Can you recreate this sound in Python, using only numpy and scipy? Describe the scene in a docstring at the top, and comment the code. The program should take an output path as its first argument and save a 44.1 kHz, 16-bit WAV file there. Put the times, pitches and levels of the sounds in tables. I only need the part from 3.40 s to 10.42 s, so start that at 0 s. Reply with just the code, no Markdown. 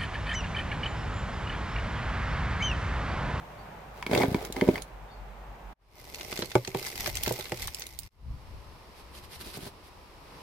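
"""Soil, then charcoal, then damp sand pour from a plastic pot into a plastic tub on wooden decking.
Clods thump the tub's floor, grit ticks on it, brittle charcoal slides and clinks, sand hisses and pats.
Each pour is a stream of tiny collisions that grows louder the faster the material runs.
Behind it lie a distant outdoor wash, a far engine, faint birds, a light breeze and a handling bump.
The whole sound drops out briefly between the pours."""
import sys
import numpy as np
from scipy import signal
from scipy.fft import rfft, irfft, next_fast_len
from scipy.io import wavfile

SR = 44100
rng = np.random.default_rng(int(sys.argv[2]) if len(sys.argv) > 2 else 0)


def file_out(sig):
    """Save sig as 16-bit WAV at sys.argv[1]."""
    # one column per channel
    cols = np.atleast_2d(sig).T
    # limit, then scale
    lim = np.clip(cols, -1, 1)
    pcm = np.round(lim * 32767).astype(np.int16)
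    wavfile.write(sys.argv[1], SR, pcm)


N = 309582
TIME = np.arange(N) / SR
BRIEF = TIME[:SR // 5]   # time axis of one short sound

# Levels are relative: each layer applies further gains of its own.
# tone of the distant wash before and after the first drop-out: f/Hz, level/dB
EARLY_WASH_TONE = [(20, -9), (70, -6.5), (110, 0), (180, -2.5), (280, -10.5), (450, -7), (850, -2),
                   (1300, -10), (2300, -16), (4500, -28.5), (10000, -37), (14800, -33.5), (16000, -51.5)]
LATE_WASH_TONE = [(60, -21), (150, -2), (240, -4.5), (380, -2), (750, -4), (1000, 0), (1550, -11.5),
                  (2500, -10.5), (3400, -15), (5300, -15), (6500, -25), (12500, -24), (16000, -37.5)]
# loudness of those two washes: t/s, level/dB
EARLY_WASH_LEVEL = [(0, -37), (.3, -36.5), (.55, -38.5), (1.5, -40), (2, -40), (2.34, -39.5)]
LATE_WASH_LEVEL = [(2.36, -56), (4.7, -60), (5.1, -53), (5.6, -51.5), (6.4, -52.5), (6.8, -52), (7.02, -47)]
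# hum of a far engine: t/s, f/Hz, level/dB
ENGINE_HUM = [(0, 52.4, -49), (.6, 52.2, -47), (1.2, 49.9, -41), (1.45, 48.5, -39.5), (1.9, 47.6, -39.5),
              (2.341, 47.8, -37)]
# faint bird chirps: t/s, f/Hz, level/dB
CHIRPS = [(.17, 4530, -47), (1.66, 3640, -47), (1.69, 4540, -45)]

# soil spills out as a few crumbs, the bulk, a trickle, a second shake: t/s, length/s, flow/dB
SOIL_SPILLS = [(.585, .01, -28), (.735, 0.094, 0.5), (.88, .17, -15.5), (1.17, 0.2, -13.5)]
# tones of falling clods, grit and crumbs: f/Hz, level/dB
CLOD_TONE = [(30, -33.5), (55, -18.5), (85, -2), (125, -2.5), (165, -8.5), (215, -11.5), (275, -1.5),
             (340, -2.5), (400, -1), (500, -0.5), (750, -5.5), (1100, -17), (1600, -33.5), (3000, -71.5)]
GRIT_TONE = [(500, -27), (1000, -28), (1500, -5), (1800, -11.5), (2180, 4.5), (2700, -16), (3500, -7.5),
             (7000, -22)]
CRUMB_TONE = [(1000, -2), (3000, -7), (5000, -9.5), (7500, -16.5), (11000, -14.5), (14500, -16),
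              (16000, -14)]
# grit and hard lumps hit the plastic: t/s, level/dB, hardness/dB
GRIT_HITS = [(.626, -16, -16), (0.6653, -11.5, -16), (.7128, -14, -8), (0.7342, -9, -20), (0.7498, -9, -12),
             (.805, -14, -6), (.8184, -12.5, -24), (.8345, -11.5, -20), (0.9452, -11.5, -16.5),
             (1.165, -16.5, -14), (1.2115, -10, -17.5), (1.2777, -22.5, -8), (1.2894, -19, -12),
             (1.3564, -15.5, -16.5), (1.3792, -18.5, -19), (3.1534, -17, -9.5), (3.3471, -23.5, -8),
             (4.12, -20, -10)]
# modes (natural ringing notes) of the plastic under a small hit: f/Hz, level/dB, fade time/s
PLASTIC_MODES = [(957, -3, .03), (1780, 2, .0086), (2180, 5.5, 0.014), (2312, 5, .011), (2590, -9, 0.01),
                 (3230, -4, 0.0099), (4650, -6.5, 0.0056)]
# clods and lumps land in the tub: t/s, level/dB, treble cutoff f/Hz, ring level/dB
THUMPS = [(0.666, -20, 684, -6.5), (.696, -19, 400, -7), (0.7138, -9, 900, -12), (.728, -16.5, 504, 16),
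          (.759, -14, 600, -34.5), (0.8085, -7.5, 1400, -0.5), (.835, -5.5, 810, 12.5),
          (.882, -12.5, 109, -19), (.917, -13.5, 160, -28), (0.9467, -6.5, 300, -20),
          (1.101, -20.5, 1510, -18.5), (1.166, -21, 513, 4.5), (1.221, -5, 450, -2.5),
          (1.273, -14, 400, 9.5), (1.2877, 2, 630, -15), (1.337, -21, 603, -11), (2.926, -31, 880, -9),
          (2.991, -23.5, 800, -29.5), (3.023, -27, 840, 0.5), (3.1542, -8, 1550, 8), (3.278, -29, 497, 3),
          (3.3474, -19.5, 935, 1), (3.674, -28.5, 814, 6), (3.875, -19, 1200, -4), (3.908, -19, 620, 15),
          (3.987, -29.5, 696, 16), (4.1197, -21.5, 1100, 7)]
# modes of the tub on the boards: f/Hz, level/dB, fade time/s
TUB_MODES = [(166, -4.5, 0.073), (368, -0.5, 0.065), (384, -8.5, 0.12), (440, -12.5, 0.1), (516, -1, 0.094),
             (613, 0, 0.055), (781, 1, 0.036), (919, 2.5, 0.045), (1230, -4, 0.024), (1500, -3.5, 0.026)]
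# the bounce of the tub's floor sinks in pitch under the weight of the soil: t/s, f/Hz
FLOOR_BOUNCE = [(1.4, 270), (2.9, 122.4)]
# the loudest brittle pieces hit each other and the pot: t/s, level/dB, f/Hz, left minus right/dB
CLINKS = [(0.776, -20, 3420, -3), (1.0497, -31.5, 5530, -3), (1.1245, -32, 7040, 0),
          (1.4207, -32.5, 5640, -3), (2.7453, -40.5, 5300, 0), (2.81, -38.5, 3200, 3),
          (2.9265, -34.5, 3300, 0), (2.975, -36, 4260, 2), (3.022, -31, 2710, -1), (3.1166, -38, 2940, -3),
          (3.2488, -37, 3760, 1), (3.275, -37, 4280, -3), (3.4659, -37, 5470, 10), (3.661, -31, 2470, 3),
          (3.754, -34, 8070, -3), (3.77, -30, 4360, 5), (3.8346, -30.5, 8570, -2), (3.862, -29.5, 2820, -1),
          (3.878, -29.5, 3500, 3), (3.9236, -35, 9140, -2), (4.009, -40, 3880, -8), (4.055, -39.5, 2640, 2),
          (4.221, -37.5, 6000, -3), (4.273, -35.5, 8670, 1), (4.2793, -37, 2820, -2),
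          (4.346, -35.5, 7570, -4), (4.396, -43, 12740, -7), (4.42, -34, 3840, -0.5),
          (4.4669, -40.5, 7500, -2), (4.589, -36.5, 11970, -7), (4.633, -45.5, 6430, -3)]

# low rumbles on the microphone from wind and a handling bump: t/s, length/s, level/dB
RUMBLES = [(3.65, 0.22, -42.5), (4.24, 0.022, -39), (4.6, 0.059, -45.5), (4.89, 0.04, -35),
           (5.09, 0.086, -45.5), (5.28, .07, -53), (5.77, 0.22, -58)]
# tone of those rumbles and of the light breeze: f/Hz, level/dB
RUMBLE_TONE = [(15, -10.5), (30, -3.5), (55, 4.5), (100, -4.5), (170, -14.5), (300, -26.5), (600, -80)]

# charcoal trickles as the pot tilts and empties: t/s, flow/dB
CHARCOAL_TRICKLE = [(2.55, -23.5), (2.8, -9.5), (3.1, -13.5), (3.3, -15), (3.55, -7), (3.95, -6),
                    (4.35, -12), (4.68, -21.5)]
# the charcoal heap gives way in small slides: t/s, length/s, flow/dB
CHARCOAL_SLIDES = [(2.9, 0.067, -17), (2.995, 0.011, -4.5), (3.37, 0.11, -10), (3.6, 0.08, -4),
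                   (3.82, 0.1, -13.5), (4.21, 0.038, -7.5), (4.395, 0.027, -17)]
# tone of sliding charcoal: f/Hz, level/dB
CHARCOAL_TONE = [(250, -5.5), (500, -14), (800, 0), (1150, -7.5), (1750, -9), (2080, 0), (2750, -4.5),
                 (5500, -3.5), (7200, -10.5), (11000, -10), (14500, -6.5), (16000, -32)]

# damp sand slips along the pot in jerks: t/s, length/s, flow/dB
SAND_SLIPS = [(5.57, .04, -14.5), (5.75, 0.039, -7.5), (5.84, .01, -9.5), (5.92, 0.041, -4.5),
              (6.013, 0.0041, 1), (6.048, 0.064, -5), (6.14, 0.025, -1.5), (6.21, 0.068, -5.5),
              (6.445, 0.039, -17)]
# lumps of sand land: t/s, level/dB
SAND_PATS = [(6.015, -44), (6.065, -40.5), (6.172, -37.5), (6.229, -40.5), (6.262, -39.5)]
# tones of hissing sand and of its landing lumps: f/Hz, level/dB
SAND_TONE = [(400, 0), (900, -3.5), (2000, -1.5), (3000, -0.5), (4800, 0), (7000, -11), (10000, -5),
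             (14000, -9), (16000, -39)]
PAT_TONE = [(50, -8), (115, 2), (190, -1.5), (235, -2), (310, 1), (500, -9.5), (900, -15), (2000, -28)]

# how alike the microphone's two openings sound: f/Hz, likeness (0 unrelated, 1 the same)
STEREO_LIKENESS = [(40, 0.76), (130, 0.97), (300, 1), (700, 0.42), (1500, 0.29), (3000, 0.061),
                   (6000, 0.12), (15000, 0)]
# which opening is louder: f/Hz, left minus right/dB
STEREO_BALANCE = [(60, 0), (200, 1), (380, -3.5), (650, -3), (1290, 1), (2300, 2), (4400, -4), (8100, 1.5),
                  (14000, -5.5)]
# two brief dips of the whole sound: t/s, level/dB
DROPOUTS = [(2.33, -9), (2.345, -49.5), (2.42, -16), (2.6, -0.5), (4.675, -2.5), (4.697, -41),
            (4.72, -17.5), (4.8, -7), (4.92, -1)]

CUTOFF_HZ = 15900   # top of the treble
CLOD_DB, GRIT_DB, CRUMB_DB = -17, -28, -30.5   # soil at full flow (0 dB)
SLIDING_DB, LANDING_DB = -35, -43   # charcoal at full flow
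CHIPS_PER_S, CHIP_DB, CHIP_HZ = 30, -47, 5630   # small clinks: rate at full flow, typical level, pitch
POT_HZ, POT_WIDTH_HZ, POT_DB = 2035, 250, -5   # the ring of the pot's wall
FALL_S, CUSHION_DB_PER_S = 0.011, 5   # drop from rim to heap; landings soften as the heap grows
SLIP_DB, SPRAY_DB = -41, -16   # sand slipping; loose grains thrown off by each lump


def from_db(db):
    """Turn decibels into a gain to multiply by."""
    return 10 ** (np.asarray(db) / 20)


def rms_one(x):
    """Scale so that the average strength (rms) is 1."""
    return x / np.sqrt(np.mean(x ** 2) + 1e-20)


def peak_one(x):
    """Scale so that the highest peak is 1."""
    return x / np.abs(x).max()


def level_curve(rows):
    """Join points (t/s, level/dB) into a gain that fades away before the first and after the last."""
    s, db = np.transpose(rows)
    outside_s = np.maximum(s[0] - TIME, 0) + np.maximum(TIME - s[-1], 0)
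    return from_db(np.interp(TIME, s, db) - np.minimum(200 * outside_s, 120))


def swells(rows, rise_s, fall_s):
    """Gain of events (t/s, length/s, level/dB) that rise 20 dB per rise_s, hold, then fall likewise."""
    power = 1e-18
    for s, length, db in rows:
        away = np.maximum(s - TIME, 0) / rise_s + np.maximum(TIME - s - length, 0) / fall_s
        power = power + from_db(db - 20 * np.minimum(away, 10)) ** 2
    return np.sqrt(power)


def at_hz(points, hz):
    """Read between a table's rows, with every octave equally wide."""
    f, value = np.transpose(points)
    return np.interp(np.log(hz + 1e-9), np.log(f), value)


def add(out, s, sound):
    """Mix a short sound in at s seconds."""
    i = int(np.clip(s * SR, 0, out.shape[1] - 1))
    out[:, i:i + sound.shape[-1]] += sound[..., :out.shape[1] - i]


def colour(x, tone):
    """Give a sound a tone (f/Hz, level/dB) with a filter that never rings ahead of a hit."""
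    size = 8192
    cepstrum = irfft(np.log(from_db(at_hz(tone, np.fft.rfftfreq(size, 1 / SR)))))
    cepstrum[1:size // 2] *= 2   # fold the late half onto the early half (minimum phase)
    cepstrum[size // 2 + 1:] = 0
    response = irfft(np.exp(rfft(cepstrum)))
    return signal.oaconvolve(x, response[None], axes=1)[:, :N]


def stereo(pair):
    """Two unrelated signals become left and right: alike in the bass, apart in the treble."""
    size = next_fast_len(pair.shape[1] + 512)
    a, b = rfft(pair, size)
    alike = np.clip(at_hz(STEREO_LIKENESS, np.fft.rfftfreq(size, 1 / SR)), -.99, .99)
    mid, side = a * np.sqrt((1 + alike) / 2), b * np.sqrt((1 - alike) / 2)
    return irfft([mid + side, mid - side], size)[:, :pair.shape[1]]


def noise(tone):
    """Steady stereo noise with the given tone, rms 1."""
    return rms_one(colour(stereo(rng.standard_normal((2, N))), tone))


def burst(t60):
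    """A puff of noise that fades by 60 dB in t60 seconds."""
    return rng.standard_normal((2, len(BRIEF))) * from_db(-60 * BRIEF / t60)


def struck(modes, vary_db, apart):
    """A hit rings each mode with a random strength; `apart` puts left and right out of step."""
    hz, db, t60 = np.transpose(modes)[:, :, None]
    sign = (-1) ** np.arange(len(hz))[:, None]   # neighbouring modes swing against each other
    strength = sign * from_db(db + rng.normal(0, vary_db, hz.shape) - 60 * BRIEF / t60)
    shift = np.minimum(apart * hz / 1000, np.pi / 4) * sign
    phase = 2 * np.pi * hz * BRIEF
    return np.array([(strength * np.sin(phase + side * shift)).sum(0) for side in (1, -1)])


def grains(pour, tone, per_s, spread_db, grain_s, ring_db, dust_db):
    """Collisions of uneven size, each a crunch with a faint pitch, over a hiss of dust; rms 1 in a pour."""
    start, length = pour[0][0] - .1, pour[-1][0] - pour[0][0] + .5
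    t = BRIEF[:int(grain_s * SR) + 2]
    shape = t * from_db(-70 * t / grain_s)   # the contact builds up, then dies
    chance = np.random.default_rng(rng.integers(1 << 30))
    stream, out = np.zeros((2, int(length * SR))), np.zeros((2, N))
    for k in range(int(per_s * length)):
        size = from_db(spread_db * min(chance.exponential(), 2.6))
        ring = np.sin(2 * np.pi * (chance.uniform(0, CUTOFF_HZ) * t + chance.random((2, 1))))
        crunch = chance.standard_normal((2, len(t))) + from_db(ring_db) * ring
        add(stream, (k + 2 * chance.random()) / per_s, size * shape * crunch)
    stream = rms_one(stream) + from_db(dust_db) * chance.standard_normal(stream.shape)
    add(out, start, rms_one(colour(stereo(stream), tone)[:, :stream.shape[1]]))
    return out


def distant_wash():
    """A soft outdoor rush from far away, quieter after the first drop-out."""
    early = level_curve(EARLY_WASH_LEVEL) * noise(EARLY_WASH_TONE)
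    late = level_curve(LATE_WASH_LEVEL) * noise(LATE_WASH_TONE)
    return early + late


def engine():
    """A far engine hums one low note that sags in pitch and wavers in loudness."""
    s, hz, db = np.transpose(ENGINE_HUM)
    phase = 2 * np.pi * np.cumsum(np.interp(TIME, s, hz)) / SR
    waver_db = 5.4 * noise([(3, -10.5), (8, -6), (25, -47), (100, -82.5)])
    return level_curve(np.c_[s, db]) * np.sqrt(2) * np.sin(phase) * from_db(waver_db)


def birds():
    """Short whistles rise and fall far off, blurred by echoes."""
    out = np.zeros((2, N))
    arch = np.sin(np.pi * np.minimum(BRIEF / 0.055, 1))
    for s, hz, db in CHIRPS:
        whistle = arch * np.sin(2 * np.pi * np.cumsum(hz * (.92 + 0.082 * arch)) / SR)
        blurred = signal.fftconvolve(whistle[None], burst(t60=0.3))
        add(out, s, from_db(db) * peak_one(blurred))
    return out


def soil():
    """Clods drum on the tub, grit patters and fine crumbs rustle, all driven by the flow."""
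    flow = swells(SOIL_SPILLS, rise_s=.04, fall_s=.059)
    drum = grains(SOIL_SPILLS, CLOD_TONE, per_s=220, spread_db=4, grain_s=.007,
                  ring_db=-36, dust_db=-14.5)
    patter = grains(SOIL_SPILLS, GRIT_TONE, per_s=300, spread_db=2, grain_s=.0043,
                    ring_db=-1.5, dust_db=-10)
    rustle = grains(SOIL_SPILLS, CRUMB_TONE, per_s=550, spread_db=5.5, grain_s=.0037,
                    ring_db=-7, dust_db=-3.5)
    return (from_db(CLOD_DB) * flow * drum
            + from_db(GRIT_DB) * flow ** 0.93 * patter
            + from_db(CRUMB_DB) * flow ** 0.47 * rustle)   # a low power lets the crumbs linger


def grit():
    """Small stones make the plastic tick; the harder ones crack as well."""
    out = np.zeros((2, N))
    sharp = signal.butter(1, [1500, 6000], "band", fs=SR, output="sos")
    for s, db, hardness_db in GRIT_HITS:
        detune = np.exp(0.054 * rng.standard_normal())   # each spot has a slightly different pitch
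        modes = [(hz * detune, level, t60) for hz, level, t60 in PLASTIC_MODES]
        tick = peak_one(struck(modes, vary_db=4.5, apart=0.059))
        crack = peak_one(signal.sosfilt(sharp, burst(t60=0.02)))
        add(out, s, from_db(db + 3) * peak_one(tick + from_db(hardness_db + 6.5) * crack))
    return out


def thumps():
    """A lump shoves the floor once, then the tub rings; soft clods dull the blow and smother the ring."""
    out = np.zeros((2, N))
    stiff = signal.butter(2, 85, "high", fs=SR, output="sos")   # the boards give little deep bass
    for s, db, cutoff_hz, ring_db in THUMPS:
        bounce_hz = np.interp(s, *np.transpose(FLOOR_BOUNCE))
        # the modes shift a little from spot to spot
        modes = [(hz * np.exp(0.039 * rng.standard_normal()), level, t60) for hz, level, t60 in TUB_MODES]
        ring = struck([(bounce_hz, -2, .13)] + modes, vary_db=3, apart=0.41)
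        shove = struck([(367, 0, 0.0061)], vary_db=.1, apart=0.26)
        blow = peak_one(shove) + from_db(ring_db) * peak_one(ring)
        soft = signal.butter(2, cutoff_hz, fs=SR, output="sos")
        thump = signal.sosfilt(np.vstack([soft, stiff]), blow)
        add(out, s, from_db(db + 2.5) * peak_one(thump))
    return out


def clinks(pieces):
    """Each brittle piece crunches for a moment where it hits and rings with six modes of its own."""
    out = np.zeros((2, N))
    bite = 1 - np.exp(-BRIEF / .001)   # the contact builds up as the edge crumbles
    for s, db, hz, pan_db in pieces:
        pitches = np.minimum(hz * np.exp(rng.normal(0, 0.56, 6)), CUTOFF_HZ)
        ring = struck([(f, 0, .016) for f in pitches], vary_db=6.5, apart=0.27)
        edges_hz = [min(hz * 0.29, SR / 5), min(hz * 1.71, SR / 2.6)]
        band = signal.butter(2, edges_hz, "band", fs=SR, output="sos")
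        snap = burst(t60=.015 * (4000 / hz) ** 0.68)   # higher snaps are shorter
        crunch = bite * (signal.sosfilt(band, snap) + from_db(-29) * snap)
        clink = rms_one(crunch) + from_db(-2) * rms_one(ring)
        bright_db = 3.5 * np.log2(max(hz / 4000, 1))   # bright snaps peak higher than dull crunches
        pan = from_db([[pan_db / 2], [-pan_db / 2]])
        add(out, s, from_db(db + 14 + bright_db) * peak_one(clink) * pan)
    return out


def rumbles():
    """Wind and a handling bump make low rumbles on the microphone, more on the left."""
    breeze = from_db(-54) * (TIME > 1.9)
    surges = swells(RUMBLES, rise_s=.12, fall_s=.072)
    return (breeze + surges) * noise(RUMBLE_TONE) * from_db([[1.5], [-2.5]])


def charcoal_flow():
    """How fast the charcoal runs: a trickle with slides on top."""
    return level_curve(CHARCOAL_TRICKLE) + swells(CHARCOAL_SLIDES, rise_s=.032, fall_s=.029)


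def charcoal():
    """Chips slide out over each other, make the pot ring and land on the cushion of soil."""
    flow = charcoal_flow()
    scrape = grains(CHARCOAL_TRICKLE, CHARCOAL_TONE, per_s=300, spread_db=5.5, grain_s=.008,
                    ring_db=-6, dust_db=-8)
    rattle = from_db(SLIDING_DB) * flow * scrape
    pot_ring = signal.lfilter(*signal.iirpeak(POT_HZ, POT_HZ / POT_WIDTH_HZ, fs=SR), rattle)
    cushion = from_db(-CUSHION_DB_PER_S * np.maximum(TIME - CHARCOAL_SLIDES[0][0], 0))
    landing = cushion * np.interp(TIME - FALL_S, TIME, flow) ** 0.71
    thuds = grains(CHARCOAL_TRICKLE, CLOD_TONE, per_s=120, spread_db=3.5, grain_s=.013,
                   ring_db=-25, dust_db=-14)
    return rattle + from_db(POT_DB) * pot_ring + from_db(LANDING_DB) * landing * thuds


def chips():
    """Small chips clink at random, more often the faster the charcoal runs; gives rows like CLINKS."""
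    s = np.flatnonzero(rng.random(N) < CHIPS_PER_S * charcoal_flow() / SR) / SR
    chance = np.random.default_rng(rng.integers(1 << 30))
    size, pitch, side = chance.standard_normal((len(s), 3)).T
    return list(zip(s, CHIP_DB + 2 * size, CHIP_HZ * np.exp(.35 * pitch), 4 * side))


def sand():
    """Damp sand scrapes along the pot and falls in soft pats that spray loose grains."""
    slipping = swells(SAND_SLIPS, rise_s=.032, fall_s=.027)
    landing = swells([(s, .0054, db) for s, db in SAND_PATS], rise_s=.018, fall_s=.039)
    loose = np.hypot(from_db(SLIP_DB) * slipping, from_db(SPRAY_DB) * landing)
    pats = grains(SAND_PATS, PAT_TONE, per_s=110, spread_db=2, grain_s=.025, ring_db=-30, dust_db=-14)
    hiss = grains(SAND_SLIPS, SAND_TONE, per_s=400, spread_db=2.5, grain_s=.005, ring_db=-7, dust_db=.5)
    return landing * pats + loose * hiss


def scene():
    """Three pours, with a short echo from the tub's walls, in the open air."""
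    pours = thumps() + grit() + clinks(CLINKS + chips()) + soil() + charcoal() + sand()
    scatter = burst(t60=0.083) * (BRIEF > .002)
    walls = rms_one(stereo(scatter)) / np.sqrt(len(BRIEF))
    echo = signal.oaconvolve(pours, walls, axes=1)[:, :N]
    return pours + from_db(-8) * echo + distant_wash() + engine() + rumbles() + birds()


def record(dry):
    """Left and right each get their own tone; the level drops out twice; the highest treble is cut."""
    left = colour(dry[:1], [(hz, db / 2) for hz, db in STEREO_BALANCE])
    right = colour(dry[1:], [(hz, -db / 2) for hz, db in STEREO_BALANCE])
    dips = from_db(np.interp(TIME, *np.transpose(DROPOUTS)))
    treble_cut = signal.ellip(10, .1, 80, CUTOFF_HZ, fs=SR, output="sos")
    return signal.sosfilt(treble_cut, np.vstack([left, right]) * dips)


dry = scene()
out = record(dry)
file_out(out)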